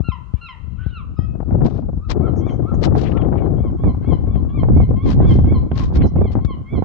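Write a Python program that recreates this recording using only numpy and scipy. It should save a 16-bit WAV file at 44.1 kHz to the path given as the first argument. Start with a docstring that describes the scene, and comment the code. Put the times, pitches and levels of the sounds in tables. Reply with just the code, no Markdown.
"""Gulls over a windy marina

Heard from a yacht's cockpit: gulls give three yelps and two mews, then a long run of laughing notes.
Their calls are harmonic tones through throat resonances, echoed by hulls and quay buildings.
A breeze gets up and buffets two microphone ports: single thumps (pressure pulses), then a ragged
rumble (noise swept past at a changing speed) with bursts of hiss (shaped noise).
A small bird twitters (buzzy tones), deck gear creaks (gritty noise) and the harbour murmurs behind."""
import sys
import numpy as np
from scipy import signal
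from scipy.fft import rfft, irfft
from scipy.io import wavfile
from scipy.ndimage import uniform_filter1d, map_coordinates

SR = 44100
rng = np.random.default_rng(int(sys.argv[2]) if len(sys.argv) > 2 else 0)


def generate_wav(signal):
    """Clip the signal to [-1, 1] and save it as 16-bit WAV at the path in sys.argv[1]."""
    frames = np.transpose(np.atleast_2d(signal))
    scaled = np.clip(frames, -1, 1) * 32767
    pcm = np.round(scaled).astype(np.int16)
    wavfile.write(sys.argv[1], SR, pcm)


N = 301644
T = np.arange(N) / SR  # time [s]


def undb(db):
    """Level and amplitude: decibels become gain, 20 dB to a factor of ten."""
    return 10 ** (np.asarray(db) / 20)


def gain_at(hz, points):
    """Spectral envelope: gain read between (Hz, dB) points on a logarithmic frequency axis."""
    point_hz, db = np.transpose(points)
    return undb(np.interp(np.log(np.maximum(hz, 1)), np.log(point_hz), db))


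def colour(x, points):
    """Linear filtering: each frequency of x is scaled by a (Hz, dB) envelope."""
    return irfft(rfft(x) * gain_at(np.fft.rfftfreq(N, 1 / SR), points), N)


def noise(points):
    """Coloured noise: white noise filtered to the given spectrum, rms 1."""
    x = colour(rng.standard_normal(N), points)
    return x / x.std()


def walk(rate):
    """Slow random modulation: a smooth curve of spread 1 that changes about rate times a second."""
    hold = max(int(SR / rate), 2)
    steps = np.repeat(rng.standard_normal(N // hold + 1), hold)[:N]
    x = uniform_filter1d(steps, hold)
    return x / x.std()


def butter(x, hz, kind, order=2):
    """Butterworth response: a low-pass or high-pass with a flat pass band."""
    sos = signal.butter(order, min(hz, .45 * SR), kind, fs=SR, output="sos")
    return signal.sosfilt(sos, x + 1e-18)


def ports(pan_db):
    """Constant-power panning: left and right gains, pan_db apart, whose powers add up to one."""
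    gains = undb(np.array([pan_db, -pan_db]) / 2).reshape(2, -1)
    return gains / np.sqrt((gains ** 2).sum(axis=0))


def steady(x, span_s):
    """Power normalisation: the short-term power of x is held at one."""
    power = np.abs(uniform_filter1d(x ** 2, int(span_s * SR)))
    return x / np.sqrt(power + 1e-9)


# Murmur of town and water: (frequency [Hz], level [dB per Hz])
HARBOUR_SPECTRUM = [(25, -10.5), (100, -10), (200, -16.5), (400, -22.5), (700, -27.5), (1300, -18.5),
                    (2000, -47), (4000, -44), (7000, -48.5), (9000, -54), (15000, -70.5)]
HARBOUR_DB = -54.5


def harbour():
    """Diffuse ambience: independent coloured noise at each ear of the pair, swelling gently."""
    swell_db = 1.2 * walk(3)
    pair = np.array([noise(HARBOUR_SPECTRUM), noise(HARBOUR_SPECTRUM)])
    return pair * undb(HARBOUR_DB + swell_db)


GUST_EDGE_S = 0.005067  # time constant of a gust's or lull's edges


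def window(s, length_s):
    """Smooth gating: near one during a gust or lull, with quick hyperbolic-tangent edges."""
    return (1 + np.tanh((length_s / 2 - abs(T - s)) / GUST_EDGE_S)) / 2


# The breeze gets up from the left, swings round to the front and eases:
# (time [s], level [dB], left minus right [dB], eddy rate [Hz])
BREEZE = [(0, -31, 24.5, 89.07), (0.551, -40, 16, 87.56), (0.66, -31, 27.5, 83.23), (0.998, -28, 5, 92.36),
          (1.201, -20.5, 11, 105.2), (1.7, -16, 13, 165.7), (2.05, -20.5, 6, 110), (2.2, -18, 10, 185.1),
          (2.701, -15.5, 10, 164.9), (3.049, -12, 10, 190), (3.601, -13, 9, 180.2),
          (3.771, -20.5, 3, 129.7), (4.4, -17.5, 8, 126), (5.4, -12.5, -0.5, 122.8), (6.3, -20, 2, 125.3),
          (6.84, -23.5, 0, 134.7)]
# Gusts on top of the breeze: (middle [s], length [s], level [dB], left minus right [dB])
GUSTS = [(1.595, 0.15, -9.5, 6), (2.25, .17, -17, 21.5), (2.92, 0.12, -12, 5.5), (3.875, 0.071, -10, -3),
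         (4.115, 0.081, -11, 15), (4.767, .14, -8, 0), (4.912, 0.062, -13.5, 0), (5.086, 0.084, -13.5, 0),
         (5.247, 0.14, -11, 0), (6.021, .11, -8.5, -2), (6.202, .11, -11, -1), (6.379, 0.044, -14, 3.5),
         (6.768, 0.08, -14.5, -7.5)]
GUST_QUICKENING = .18  # rise in eddy rate, as a share, when all the power is gust
# Brief lulls in the wind: (middle [s], length [s])
LULLS = [(1.165, 0.043), (2.041, .06), (2.691, 0.048), (5.01, .04), (5.691, 0.029), (6.67, 0.083)]
LULL_DB = -10


def airflow(unsteady_db=1.77):
    """Addition of powers: gusts join the breeze and speed its eddies; gives port levels and eddy rate."""
    at, *columns = np.transpose(BREEZE)
    db, pan_db, breeze_hz = (np.interp(T, at, column) for column in columns)
    breeze = (undb(db + unsteady_db * walk(9)) * ports(pan_db)) ** 2
    gusts = 0
    for s, length_s, db, pan_db in GUSTS:
        gusts = gusts + window(s, length_s) * (undb(db) * ports(pan_db)) ** 2
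    power = breeze + gusts
    gust_share = gusts.sum(axis=0) / power.sum(axis=0)
    lull_db = LULL_DB * sum(window(*lull) for lull in LULLS)
    left_db, right_db = 10 * np.log10(power) + lull_db
    return left_db, right_db, breeze_hz * (1 + GUST_QUICKENING * gust_share)


EDDY_HZ = 140  # reference eddy rate
# Pressure spectrum of the turbulence at the reference rate: (frequency [Hz], level [dB per Hz])
EDDIES = [(30, -1), (90, 3.5), (170, -4), (270, -6), (400, -19.5), (600, -32.5), (900, -39), (1500, -65),
          (3000, -85)]
# Fine eddies that a fast flow sheds at the port: (frequency [Hz], level [dB per Hz])
ROAR = [(100, -12.5), (280, 6), (450, 0.5), (900, -17), (1300, -22), (2000, -39.5), (3000, -53),
        (5000, -74)]


def wind(gust_db=-0.04, bass_cut_hz=48, port_hz=1400, heave_db=-2.0, heave_hz=85,
         roar_db=-19.0, roar_growth=2.67, smoothing=0.98, quicken_db=1.5, ragged_db=1.8):
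    """Frozen turbulence: eddies sweep past each port, so a spurt is both louder and higher in pitch."""
    left_db, right_db, eddy_hz = airflow()
    flow = eddy_hz / EDDY_HZ
    out = []
    for db in (left_db, right_db):
        # both a faint draught and a fast flow run more evenly
        spurts = walk(110) * np.clip((db + 42) / 15, .2, 1.2) / np.maximum(flow, 1) ** smoothing
        # the lee side sees slower air
        shelter_db = .5 * np.maximum(db - np.maximum(left_db, right_db), -10)
        speed = flow * undb(quicken_db * spurts + shelter_db)

        eddies = map_coordinates(noise(EDDIES), [np.cumsum(speed) % (N - 1)], order=1)
        eddies = butter(eddies * undb(ragged_db * spurts), bass_cut_hz, "high", order=3)
        eddies = butter(eddies, port_hz, "low", order=3)
        # the largest eddies, strongest in slow air
        heave = butter(noise(EDDIES), heave_hz, "low", order=3)
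        heave = butter(heave, bass_cut_hz, "high", order=3)
        roar = noise(ROAR) * speed ** roar_growth

        pressure = undb(gust_db) * steady(eddies, 0.056)
        pressure = pressure + undb(heave_db) * steady(heave, 0.024) / flow
        pressure = pressure + undb(roar_db) * roar
        out.append(pressure * undb(db))
    return np.array(out)


# Small slaps inside the wind: mean level over the flow, its scatter, typical rise time constant
SLAP_COUNT, SLAP_DB, SLAP_SCATTER_DB, SLAP_RISE_S = 140, 0.5, 2, 0.00043


def small_slaps():
    """Intermittency: slaps at random times, stronger in fast air and on the windward port; thump rows."""
    left_db, right_db, eddy_hz = airflow()
    i = rng.integers(0, N, SLAP_COUNT)
    size, side, rise = rng.standard_normal((SLAP_COUNT, 3)).T
    db = np.maximum(left_db, right_db)[i] + SLAP_DB + SLAP_SCATTER_DB * size
    pan_db = 2 * (left_db - right_db)[i] + 10 * side
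    rise_s = SLAP_RISE_S * EDDY_HZ / eddy_hz[i] * undb(2 * rise)
    return list(zip(T[i], db, pan_db, rise_s))


# Single slaps of air: (time [s], level [dB], left minus right [dB], rise time constant [s])
THUMPS = [(0.004, 4.5, 34, 0.0011), (0.086, 4.5, 40, 0.0011), (0.338, 7, 50, 0.0021),
          (0.863, 4, 18, 0.0018), (1.19, 5.5, 38, 0.0011), (1.403, -10.5, 14, 0.00034),
          (1.524, -3, 20, 0.00077), (1.665, -2.5, 22, 0.00045), (2.197, 3, 15, 0.00097),
          (2.466, -2, 16, 0.00049), (2.741, -2.5, 16.5, 0.00039), (2.876, -1, 28, 0.00041),
          (3.837, -2.5, -20, 0.00031), (4.357, 1.5, 25, 0.00076), (4.633, 1, -23, 0.0003),
          (4.686, -0.5, -15, 0.00039), (4.802, 0, -5, 0.00037), (6.155, -6, -4, 0.00082),
          (5.715, -3, -5, 0.00046), (5.202, -2, -13, 0.00033), (5.388, -2.5, 9, 0.00034),
          (5.523, -4, -10, .00038), (6.353, -0.5, 15, 0.00037), (6.448, 5.5, 29, .0013),
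          (6.823, 0, -23, 0.00038)]


def thumps(slaps, bass_cut_hz=66, slap_db=16, scuff_db=-11, scuff_s=0.0076, scuff_hz=1100):
    """Impulse response: a push of pressure swings back in a falling wobble through the bass cut."""
    push, scuff = np.zeros((2, 2, N))
    for s, db, pan_db, rise_s in slaps:
        i = np.arange(int(s * SR) + 1, min(int((s + .1) * SR), N))
        age = T[i] - s
        size = undb(db) * ports(pan_db)
        push[:, i] += size * (age / rise_s / 2) ** 2 * np.exp(-age / rise_s)
        # sudden slaps break into small eddies
        scuff[:, i] += size * np.exp(-age / scuff_s) * (0.00019 / rise_s) ** 2
    scuff = scuff * rng.standard_normal((2, N)) * np.sqrt(SR / 2 / scuff_hz)
    pressure = undb(slap_db) * push + undb(scuff_db) * scuff
    pressure = butter(pressure, scuff_hz, "low", order=4)
    return butter(pressure, bass_cut_hz, "high", order=4)


def port_ring(pressure, ring_db=-1, ring_hz=745):
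    """Cavity resonance: the small space behind each microphone port rings under the wind."""
    b, a = signal.iirpeak(ring_hz, 5, fs=SR)
    return pressure + undb(ring_db) * signal.lfilter(b, a, pressure)


# Air rushing mainly across the left port: (peak time [s], rise [s], fall [s], level [dB])
RUSHES = [(1.667, 0.014, 0.0085, -34), (1.714, 0.059, 0.085, -47.5), (2.111, 0.014, 0.015, -20.5),
          (2.844, 0.017, 0.019, -20.5), (2.984, 0.02, 0.048, -32), (3.038, 0.02, 0.094, -42.5),
          (5.113, 0.045, 0.025, -29.5), (5.31, 0.04, 0.076, -39), (5.79, 0.032, 0.067, -32),
          (5.965, 0.018, 0.011, -29), (6.331, 0.015, 0.011, -37), (6.449, 0.0016, 0.011, -34.5)]
# Hiss of the rushing air: (frequency [Hz], level [dB per Hz])
RUSH_SPECTRUM = [(400, 10.5), (1000, 6), (2000, 0), (3000, -2.5), (4200, -2), (5500, -7.5), (7000, -17),
                 (8200, -25.5), (9500, -53)]


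def rushes(flutter_db=3, pan_db=20, shrill_db=16, shrill_hz=3300):
    """Edge noise: flow skimming the port's edge hisses, and the strongest bursts turn shrill."""
    size = 0
    for s, rise_s, fall_s, db in RUSHES:
        slope_s = np.where(T < s, rise_s, fall_s)
        size = size + undb(db) * np.exp(-np.minimum(((T - s) / slope_s) ** 2, 100))
    hiss = np.array([noise(RUSH_SPECTRUM), noise(RUSH_SPECTRUM)])
    shrill = undb(shrill_db) * size * butter(noise(RUSH_SPECTRUM), shrill_hz, "high", order=4)
    return (hiss + shrill) * size * undb(flutter_db * walk(250)) * ports(pan_db)


# Dry creaks and knocks of deck gear: (middle [s], level [dB], time to fall to 1/e on either side [s])
CREAKS = [(2.497, -42.5, 0.0074), (3.071, -34, 0.021), (3.12, -36, 0.0059), (3.176, -35, 0.0078),
          (3.22, -37, 0.0044), (3.387, -42.5, 0.014), (4.358, -44.5, 0.0067), (5.717, -38.5, .003),
          (6.02, -36, .011)]


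def creaks(low_hz=1300, top_hz=3000, pan_db=32):
    """Stick-slip friction: short bursts of gritty, spiky noise, mostly from the left."""
    size = 0
    for s, db, length_s in CREAKS:
        size = size + undb(db) * np.exp(-np.minimum(((T - s) / length_s) ** 2, 100))
    grit = butter(rng.laplace(size=N), low_hz, "high")
    grit = butter(grit, top_hz, "low", order=8)
    return grit / grit.std() * size * ports(pan_db)


# Chirps of a small bird: (middle [s], pitch [Hz], half length [s], peak level [dB])
CHIRPS = [(2.388, 6170, 0.043, -51.5), (2.518, 6150, 0.078, -58), (2.75, 6400, 0.019, -53),
          (6.077, 5430, 0.034, -51)]


def small_bird(warble=0.072):
    """Frequency modulation: a fast random warble makes thin, buzzy chirps."""
    out, buzz = np.zeros(N), walk(910)
    for s, pitch_hz, half_s, db in CHIRPS:
        i = np.flatnonzero(abs(T - s) < half_s)
        phase = 2 * np.pi * np.cumsum(pitch_hz * (1 + warble * buzz[i])) / SR
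        swell = np.cos(np.pi / 2 * (T[i] - s) / half_s) ** 2
        out[i] += undb(db) * swell * np.sin(phase)
    return out


def marina(x, near_db=-10, near_hz=2900, far_hz=2400, echo_s=0.3, echo_db=-29,
           near_t60=.28, far_db=-15.5, far_t60=1.0):
    """Reverberation: direct sound, scatter from nearby hulls, a slap from the quay, a long dull tail."""
    t, out = T[:SR], []
    for side in range(2):
        near, far = rng.standard_normal((2, SR))
        # cubing leaves sparse, spiky reflections
        near = butter(near ** 3, near_hz, "low") * undb(-60 * t / near_t60)
        far = butter(far, far_hz, "low") * undb(-60 * t / far_t60)
        response = undb(near_db) * near / np.linalg.norm(near)
        response = response + undb(far_db) * far / np.linalg.norm(far)
        response[0] += 1
        response[int(echo_s * SR)] += undb(echo_db)
        out.append(signal.fftconvolve(x, response)[:N])
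    return np.array(out)


# The held whistle: (start [s], end [s])
WHISTLE_SPAN_S = (1.205, 1.39)


def whistle(pitch_hz=2555, db=-60, waver=.004):
    """Pure tone: a thin held whistle, slightly wavering, that outlasts the second mew."""
    start_s, end_s = WHISTLE_SPAN_S
    swell = np.clip(np.minimum(T - start_s, end_s - T) / 0.03, 0, 1)
    phase = 2 * np.pi * np.cumsum(pitch_hz * (1 + waver * walk(40))) / SR
    return undb(db) * swell * np.sin(phase)


# Resonances of a gull's throat: (frequency [Hz], level [dB])
THROAT = [(550, -37), (740, -28.5), (900, 6), (1100, 2), (1400, -2), (1800, -10), (2200, -12.5), (2750, -5),
          (3100, -7), (3550, -20), (3800, -12), (4200, -15.5), (4500, -37.5), (5100, -11), (5550, -43),
          (7050, -41)]


def gull(calls, shape, jitter=0.003, rough_jitter=0.023, half_db=-7, waver=0.0076, patchy_db=2.5,
         strain_db=70, top_db=0, bright_db=-2, length_scatter=0, count=12):
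    """Source and filter: harmonics through a throat; when rough, pitch shakes and the period doubles."""
    out, shake, drift = np.zeros(N), walk(700), walk(45)
    fades = walk(28)  # paths over the water strengthen and cancel each partial in turn
    shape_s, ratio, swell_db, roughness = np.transpose(shape)
    for s, pitch_hz, db, shrill_db, rasp in calls:
        stretch = 1 + length_scatter * rng.uniform(-1, 1)
        i = np.flatnonzero((T > s + shape_s[0] * stretch) & (T < s + shape_s[-1] * stretch))
        age = (T[i] - s) / stretch
        bend = np.interp(age, shape_s, ratio)
        swell = np.interp(age, shape_s, swell_db)
        rough = np.interp(age, shape_s, roughness * rasp)
        hz = pitch_hz * bend * (1 + waver * drift[i] + (jitter + rough_jitter * rough) * shake[i])
        phase = 2 * np.pi * np.cumsum(hz) / SR
        for k in np.arange(1, count + 1) / 2:  # half-integer partials come from period doubling
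            fade = fades[(i + int(k * SR)) % N]
            # strain_db [dB/s] tilts the partials above the second in the course of the call
            tilt_db = strain_db * age * np.clip(k - 2, 0, 2) + bright_db * np.clip(k - 2, 0, 1)
            voice_db = shrill_db * (k > 1) + top_db * (k > 3) + tilt_db
            size = undb(db + swell + voice_db + patchy_db * fade)
            if k % 1:
                size = size * rough * undb(half_db)
            out[i] += np.sqrt(2) * size * gain_at(k * hz, THROAT) * np.sin(k * phase)
    return out


# Level mews: (middle [s], pitch [Hz], level [dB], shrillness [dB], rasp [factor])
MEWS = [(0.835, 1520, -48, -30, 1.1), (1.215, 1278, -48, -12.5, 1.1)]
# Shape of a mew: (time from the middle [s], pitch [ratio], level [dB], roughness [0-1])
MEW = [(-.075, 0.74, -28, 0.4), (-.04, 0.99, 6.5, 0), (0, 0.99, 2, 0.9), (0.039, 1.0, -2, .6),
       (0.073, 0.99, -20.5, 0.5)]


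def mews():
    """Subharmonics: a hoarse mew with a shaken pitch, then a reedy one with strong half-partials."""
    hoarse = gull(MEWS[:1], MEW, rough_jitter=0.053, half_db=4, strain_db=26.0)
    reedy = gull(MEWS[1:], MEW, jitter=.002, rough_jitter=.004, waver=.006, half_db=12.0,
                 strain_db=10, top_db=5.0)
    return hoarse + reedy


# Yelps: (register break [s], upper pitch [Hz], level [dB], shrillness [dB], rasp [factor])
YELPS = [(0.117, 1359, -38, 0, .6), (0.487, 1372, -41, 7, 1.5)]
# Shape of a yelp: (time from the break [s], pitch [ratio], level [dB], roughness [0-1])
YELP = [(-.14, .8, -28, .8), (-.11, .84, -17, .9), (-.08, .99, -26, .4), (-.071, 1.008, -2, .02),
        (-.04, 1.01, 2, .02), (-.02, .965, 0, .02), (-.002, .885, -7, .1), (.003, .775, 6, .05),
        (.07, .65, -16, .1)]
# The third yelp, long and hoarse: (slide [s], pitch [Hz], level [dB], shrillness [dB], rasp [factor])
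HOARSE_YELPS = [(0.97, 1380, -44, 1, 1)]
# A rasping climb that clears and slides down:
# (time from the slide [s], pitch [ratio], level [dB], roughness [0-1])
HOARSE_YELP = [(-.2, .8, -18, .7), (-.14, .88, -11, 1.), (-.08, 1.06, -9, 1.), (-.045, 1.06, -6, .15),
               (0, .98, 5, .03), (.04, .79, -3, .25), (.065, .7, -20, .6)]


def yelps():
    """Register break: two clear yelps drop abruptly in pitch; a third climbs hoarsely and slides down."""
    clear = gull(YELPS, YELP, waver=0.0042, patchy_db=2.0, strain_db=-7.5, top_db=-9.5)
    hoarse = gull(HOARSE_YELPS, HOARSE_YELP, jitter=.006, rough_jitter=.06, half_db=2,
                  patchy_db=4.0, strain_db=1.0, top_db=-19.5)
    return clear + hoarse


# Notes of the laugh: (peak [s], level [dB], shrillness [dB], rasp [factor])
LAUGH = [(2.245, -54, 5, .6), (2.468, -44, 2, .6), (2.70, -51.5, -2.5, 0.42), (3.18, -42, -7, 1.1),
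         (3.406, -47.5, -3, 0.89), (3.635, -46.5, -3.5, 1.2), (3.855, -47, 0.5, .5),
         (4.094, -43.5, 3.5, 1.2), (4.329, -44.5, -5.5, 1.16), (4.56, -42, -2, 1.2),
         (4.797, -47.5, 5.5, 0.89), (5.04, -39.5, 1, 0.6), (5.278, -41, 5.5, 2.4), (5.52, -41.5, 1, 1.75),
         (5.785, -42, -2, 1.3), (6.0, -43, 1, 0.98), (6.235, -44, 0.5, 1.53), (6.48, -44.5, 1.5, 0.47),
         (6.732, -42.5, 3, 0.19)]


def laugh(pitch_hz=1166, scatter=.014):
    """Pitch scatter: the notes of the laugh stray a little around one pitch."""
    return [(s, pitch_hz * (1 + scatter * rng.standard_normal()), *voice) for s, *voice in LAUGH]


# Shape of a laughing note: (time from the peak [s], pitch [ratio], level [dB], roughness [0-1])
NOTE = [(-.08, .9, -26, .9), (-.062, .915, -7, .9), (-.04, .925, -4, .25), (-.015, .97, -2, .06),
        (0, 1., 0, .05), (.018, .945, 0, .06), (.042, .89, 0, .1), (.068, .85, -17, .3)]
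# Colour that the bill gives to the laugh: (frequency [Hz], level [dB])
BILL = [(1400, -1.5), (2150, 2), (2750, -8), (3150, -3), (3550, 0), (3800, -8), (4200, -0.5)]
# Short rising cries: (top [s], pitch [Hz], level [dB], shrillness [dB], rasp [factor])
CRIES = [(2.05, 1325, -51, -17, 1), (2.256, 1373, -44, -25.5, 0.94), (2.695, 1363, -41, -24.5, 1),
         (3.163, 1371, -42.5, -27, 0.9)]
# Shape of a cry: (time from the top [s], pitch [ratio], level [dB], roughness [0-1])
CRY = [(-.06, .8, -10, .3), (0, 1., 6, .1), (.02, .92, 3, .15), (.045, .85, -20, .2)]


def laughter():
    """Formant filtering: the bill colours the laughing notes; short cries join in."""
    notes = gull(laugh(), NOTE, length_scatter=0.17, rough_jitter=.032, half_db=-3, waver=.011,
                 patchy_db=4.0, strain_db=55.0, top_db=0.5)
    voices = colour(notes, BILL) + gull(CRIES, CRY, strain_db=4.5)
    return butter(voices, 4400, "low", order=16)


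def scene():
    """Superposition: harbour, wind at the ports, deck gear and birds across the water add up."""
    buffeting = port_ring(wind() + thumps(THUMPS + small_slaps()))
    background = harbour() + buffeting + rushes() + creaks()
    twitter = marina(small_bird()) * ports(8.6)
    calls = marina(yelps() + mews() + whistle())
    calls = calls + marina(laughter(), near_db=-7.5, near_hz=5000)
    return background + twitter + undb(-3.5) * calls


TOP_HZ = 15900  # upper band edge


def record(dry, ceiling=.9):
    """Soft saturation and band limiting: the strongest buffets are rounded off and the top is cut."""
    rounded = dry / (1 + (dry / ceiling) ** 4) ** (1 / 4)
    top_cut = signal.ellip(8, .2, 70, TOP_HZ, fs=SR, output="sos")
    return signal.sosfilt(top_cut, rounded)


dry = scene()
out = record(dry)
generate_wav(out)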